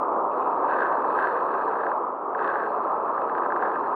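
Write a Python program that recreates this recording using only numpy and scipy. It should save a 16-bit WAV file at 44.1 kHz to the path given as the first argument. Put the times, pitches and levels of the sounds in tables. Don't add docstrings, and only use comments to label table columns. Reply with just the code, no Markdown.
import sys
import numpy as np
from scipy import signal
from scipy.fft import rfft, irfft
from scipy.io import wavfile
from scipy.ndimage import uniform_filter1d

SR = 44100
rng = np.random.default_rng(int(sys.argv[2]) if len(sys.argv) > 2 else 0)


def undo_db(level):
    steps = np.asarray(level, float) / 20
    return 10 ** steps


def unload_audio(sound):
    columns = np.transpose(np.atleast_2d(sound))
    steps = np.round(np.clip(columns, -1, 1) * 32767)
    wavfile.write(sys.argv[1], SR, steps.astype(np.int16))


N = 174195

# (time [s], ratchet rate [teeth/s], tick level [dB])
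FIRST_RUN = [
    (.314, 90, 0),
    (.39, 230, 0),
    (.6, 115, -2),
    (.7, 350, 3.5),
    (1.0, 245, -2.5),
    (1.12, 470, 3),
    (1.55, 270, 1),
    (1.65, 300, 1),
    (1.984, 77, -2),
]
# (time [s], ratchet rate [teeth/s], tick level [dB])
SECOND_RUN = [
    (2.373, 69.2, 0.12),
    (2.45, 333.3, -1),
    (2.55, 389.2, 0.46),
    (2.75, 125.7, -0.21),
    (3.5, 118.2, -0.96),
    (3.65, 278.5, -0.56),
    (3.72, 162.2, -1.2),
    (3.96, 157.4, 0.31),
]
# (time [s], level [dB])
LONE_TICKS = [
    (.007, 1),
    (0.025, 1),
    (0.050, 0),
    (.084, 1),
    (.153, -8),
    (.168, -1),
    (.185, -3),
    (0.299, -3),
    (2.346, 1),
    (2.369, 1),
]
# (frequency [Hz], level [dB], t60 [s], phase in the throb [turns])
SPRING_MODES = [(2553, 10, 0.0094, 0.08), (3250, -11.5, 0.0094, 0.37), (3500, -7, 0.011, 0.64),
                (3770, -6.5, 0.016, .55), (4085, -4.5, 0.0088, 0.041), (4210, -2, 0.0088, 0.083),
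                (7880, -18.5, 0.019, 0.34), (8400, -18.5, 0.013, 0.24), (9200, -17.5, 0.012, 0.77),
                (9900, -11, 0.011, .2), (10030, -17, 0.012, .3), (11300, -14, 0.0054, 0.73),
                (12300, -25, .004, .4)]
# (time [s], level [dB])
REEL_LOAD = [(.3, -52.5), (.58, -50.5), (.7, -36), (.82, -29.5), (.93, -38), (1.12, -43), (1.2, -28),
             (1.33, -36), (1.42, -40.5), (1.74, -40), (1.93, -45), (2.35, -45), (2.46, -30), (2.6, -36.5),
             (2.8, -49.5), (3.56, -46.5), (3.66, -33.5), (3.74, -44)]
# (time [s], peak [dB], thin edge below the peak [dB])
HARD_KNOCKS = [(0.695, -29.5, -27.5), (0.7078, -26.5, -34), (0.757, -25.5, -37.5), (0.7637, -27.5, -36),
               (0.7863, -19, -36.5), (0.8069, -17, -34), (0.8199, -18.5, -39), (0.8314, -16, -38),
               (0.8426, -29.5, -36), (0.8561, -19.5, -38), (0.869, -26, -28.5), (0.9264, -24, -34),
               (0.9628, -34.5, -31), (1.0041, -30.5, -35.5), (1.1605, -31, -27), (1.1884, -14, -39),
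               (1.1982, -25, -26), (1.2119, -32, -31), (1.2255, -18, -34), (1.2449, -20, -37),
               (1.2713, -14, -40), (1.2855, -20, -40), (1.3543, -28, -44), (1.367, -22, -41.5),
               (1.4067, -28, -30), (1.5392, -21, -39), (1.7546, -22, -41), (1.8068, -23, -36.5),
               (1.8348, -18.5, -42), (1.8656, -15, -42.5), (1.8967, -29.5, -36), (1.916, -19.5, -43),
               (2.3487, -18, -44), (2.3915, -18, -43), (2.4137, -31, -39), (2.4247, -30, -27),
               (2.444, -23, -27.5), (2.478, -23, -26), (2.502, -21, -31), (2.5432, -32, -37),
               (2.5566, -17, -42), (3.1794, -23, -42), (3.2174, -27.5, -31), (3.26, -44.5, -36),
               (3.296, -21, -40), (3.3505, -20.5, -37), (3.3813, -20, -34.5), (3.4202, -24, -44),
               (3.4335, -22, -43), (3.4496, -21, -40), (3.4604, -23, -42), (3.5029, -19.5, -47),
               (3.5218, -15.5, -44), (3.5618, -18, -41), (3.5936, -29.5, -47), (3.6055, -27, -36),
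               (3.6242, -16, -40.5), (3.715, -24, -42), (3.7583, -19, -43), (3.887, -45, -33.5)]
# (frequency [Hz], level [dB], t60 [s])
BODY_MODES = [(1100, -7.5, 0.023), (1481, -0.5, 0.011), (1573, 2.5, 0.025), (1679, 0, 0.018),
              (1870, -10.5, 0.0097)]
# (frequency [Hz], level [dB], t60 [s])
EDGE_MODES = [(2110, -25, 0.018), (2617, -18.5, .015), (3010, -19.5, 0.0058), (3480, -28, 0.0079),
              (4140, -35, 0.004), (4950, -41.5, 0.0038), (6200, -32.5, 0.0046), (8350, -49.5, .003),
              (9300, -49.5, .003), (10800, -48, .003), (11900, -46.5, 0.0038), (12500, -49.5, .003),
              (13500, -55.5, .002)]
# (frequency [Hz], density [dB per Hz])
RIVER_COLOUR = [(30, -61), (156, -26.5), (386, -7.5), (973, -7), (1280, -7.5), (1500, -23.5), (2000, -39.5),
                (3000, -52), (4500, -73)]
# (frequency [Hz], width [Hz], gain [dB])
CASE_MODES = [(480, 200, 2.5), (1017, 370, 6), (1130, 360, 0.5)]
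# (time [s], level [dB])
WEIR_SURGE = [(0, -28.5), (.17, -26), (.3, -29), (.5, -27.5), (1.0, -27.5), (1.5, -28.5), (1.95, -28.5),
              (2.2, -33.5), (2.45, -28.5), (2.85, -29), (3.3, -29), (3.65, -27.5), (3.95, -29.5)]
# (time [s], gain [dB])
ARM_SHADE = [
    (0, 0),
    (.24, -3),
    (.4, 0.5),
]

TICK_DB, TICK_SCATTER_DB, TOOTH_JITTER_S = -62, 2.5, .00015
TEETH_PER_BEAT, BEAT_DB = 9.3, 3.3
PATCHY_DB, PATCHES_PER_S = 3, 40
NOD_HZ, NOD_TEETH_PER_S, NOD_PEAK_S, NOD_FROM_S = 5.9, 15, 3.07, 2.75
RATTLES_PER_S, RATTLE_SCATTER_DB, RATTLE_DB, FULL_LOAD_DB = 1100, 2.5, -1, -33
FIRST_RUN_END_S = 1.935
KNOCK_DB, KNOCK_EDGE_DB, CHATTER_EDGE_DB = -7, 27, -6
BODY_TOP_HZ = 1820
RIVER_DB, SWELL_DB, FLICKER_DB = -30.5, .3, .7
BUBBLES_PER_S, BUBBLE_DB = 3000, -7
SHADE_HZ = 1350
CASE_GAP_HZ, GAP_LEAK_DB, HISS_DB = (4750, 7400), -19, -100
FADE_S = .001


def level(x, db):
    return x * undo_db(db) / np.sqrt(np.mean(x ** 2))


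def curve(table, col, **out):
    rows = np.array(table, float)
    return np.interp(np.arange(N) / SR, rows[:, 0], rows[:, col], **out)


def walk(rate_hz):
    k = int(SR / rate_hz)
    held = np.repeat(rng.standard_normal(N // k + 2), k)[:N + k]
    return 1.03 * uniform_filter1d(uniform_filter1d(held, k), k)[:N]


def ring(x, modes, rise_s=.00066):
    t = np.arange(4096) / SR
    h = np.zeros(len(t))
    for hz, db, t60 in modes:
        h += undo_db(db) * np.sin(2 * np.pi * hz * t) * np.exp(-np.log(1000) * t / t60)
    return signal.fftconvolve(x, h * (1 - np.exp(-t / rise_s)))[:N]


def strikes(times_s, db):
    x = np.zeros(N)
    at = np.clip((np.asarray(times_s) * SR).astype(int), 0, N - 1)
    np.add.at(x, at, undo_db(np.asarray(db)))
    return x


def ratchet():
    t = np.arange(N) / SR
    rate = curve(FIRST_RUN, 1, left=0, right=0) + curve(SECOND_RUN, 1, left=0, right=0)
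    nod = NOD_TEETH_PER_S * np.cos(2 * np.pi * NOD_HZ * (t - NOD_PEAK_S))
    rate = rate + (t > NOD_FROM_S) * nod
    teeth = np.cumsum(rate) / SR + .95
    at = np.flatnonzero(np.diff(np.floor(teeth)))
    scatter = TICK_SCATTER_DB * rng.standard_normal((len(at), len(SPRING_MODES)))
    times_s = t[at] + TOOTH_JITTER_S * rng.standard_normal(len(at))
    force_db = curve(FIRST_RUN, 2, right=0) + curve(SECOND_RUN, 2, left=0)
    lone = np.array(LONE_TICKS)
    lone_hits = strikes(lone[:, 0], lone[:, 1])
    out = np.zeros(N)
    for k, (hz, db, t60, turn) in enumerate(SPRING_MODES):
        beat = BEAT_DB * np.sin(2 * np.pi * (teeth[at] / TEETH_PER_BEAT + turn))
        patchy = PATCHY_DB * walk(PATCHES_PER_S)[at]
        hits = strikes(times_s, force_db[at] + beat + scatter[:, k] + patchy)
        out += ring(hits + lone_hits, [(hz, db, t60)])
    return undo_db(TICK_DB) * out


def rattle():
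    chance = rng.random((3, N))
    load_db = curve(REEL_LOAD, 1)
    rate = RATTLES_PER_S * np.clip(undo_db(load_db - FULL_LOAD_DB), .3, 1) ** 1.5
    force = undo_db(-RATTLE_SCATTER_DB * np.log(np.clip(chance[2], .03, 1)))
    hits = (chance[0] < rate / SR) * np.sign(chance[1] - .5) * force / np.sqrt(rate)
    first = curve(FIRST_RUN, 1, left=0, right=0) * (np.arange(N) < FIRST_RUN_END_S * SR)
    pulling = first + curve(SECOND_RUN, 1, left=0, right=0) > 0
    loaded = hits * undo_db(load_db + RATTLE_DB) * pulling
    chatter = knock(loaded, loaded * undo_db(CHATTER_EDGE_DB)) / np.std(knock(hits, hits))
    times_s, peak_db, edge_db = np.array(HARD_KNOCKS).T
    body = strikes(times_s, peak_db + KNOCK_DB)
    edge = strikes(times_s, peak_db + edge_db + KNOCK_EDGE_DB)
    return chatter + knock(body, edge)


def knock(body, edge):
    dull = signal.butter(6, BODY_TOP_HZ, fs=SR, output="sos")
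    return signal.sosfilt(dull, ring(body, BODY_MODES)) + ring(edge, EDGE_MODES, rise_s=.000084)


def river():
    f = np.maximum(np.fft.rfftfreq(N, 1 / SR), 1)
    rows = np.array(RIVER_COLOUR, float)
    colour = undo_db(np.interp(np.log(f), np.log(rows[:, 0]), rows[:, 1], right=-90))
    for hz, width, db in CASE_MODES:
        colour = colour * undo_db(db / (1 + (2 * (f - hz) / width) ** 2))
    swell_db, shade_db = SWELL_DB * walk(0.59), curve(ARM_SHADE, 1)
    out = np.zeros(N)
    for hz in 30 * 2 ** np.arange(0, 7.6, 1 / 3):
        chance = rng.random((2, N))
        bubbles = (chance[0] < BUBBLES_PER_S / 20 / SR) * (2 * chance[1] - 1)
        foam = rng.standard_normal(N) + level(bubbles, BUBBLE_DB)
        band = np.cos(np.clip(3 * np.log2(f / hz), -1, 1) * np.pi / 2)
        gain_db = swell_db + FLICKER_DB * walk(9) + (hz > SHADE_HZ) * shade_db
        out += irfft(rfft(foam) * band * colour, N) * undo_db(gain_db)
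    surge_db = curve(WEIR_SURGE, 1)
    return level(out, RIVER_DB) * undo_db(surge_db - surge_db[int(2.17 * SR)])


def scene():
    return (ratchet() + rattle() + river())[None]


def roll_off(x):
    return signal.sosfilt(signal.butter(12, 15550, fs=SR, output="sos"), x)


def record(dry):
    dry = np.pad(dry, ((0, 0), (2000, 0)), "wrap")
    gap = signal.ellip(5, .5, 50, CASE_GAP_HZ, "bandstop", fs=SR, output="sos")
    heard = signal.sosfilt(gap, dry) + undo_db(GAP_LEAK_DB) * dry
    heard = heard + undo_db(HISS_DB) * rng.standard_normal(dry.shape)
    bass_cut = signal.butter(2, 60, "high", fs=SR, output="sos")
    heard = signal.sosfilt(bass_cut, heard)[:, -N:]
    left_s = np.arange(N)[::-1] / SR
    heard = heard * np.sin(np.pi / 2 * np.clip(left_s / FADE_S, 0, 1)) ** 2
    return roll_off(heard)


dry = scene()
out = record(dry)
unload_audio(out)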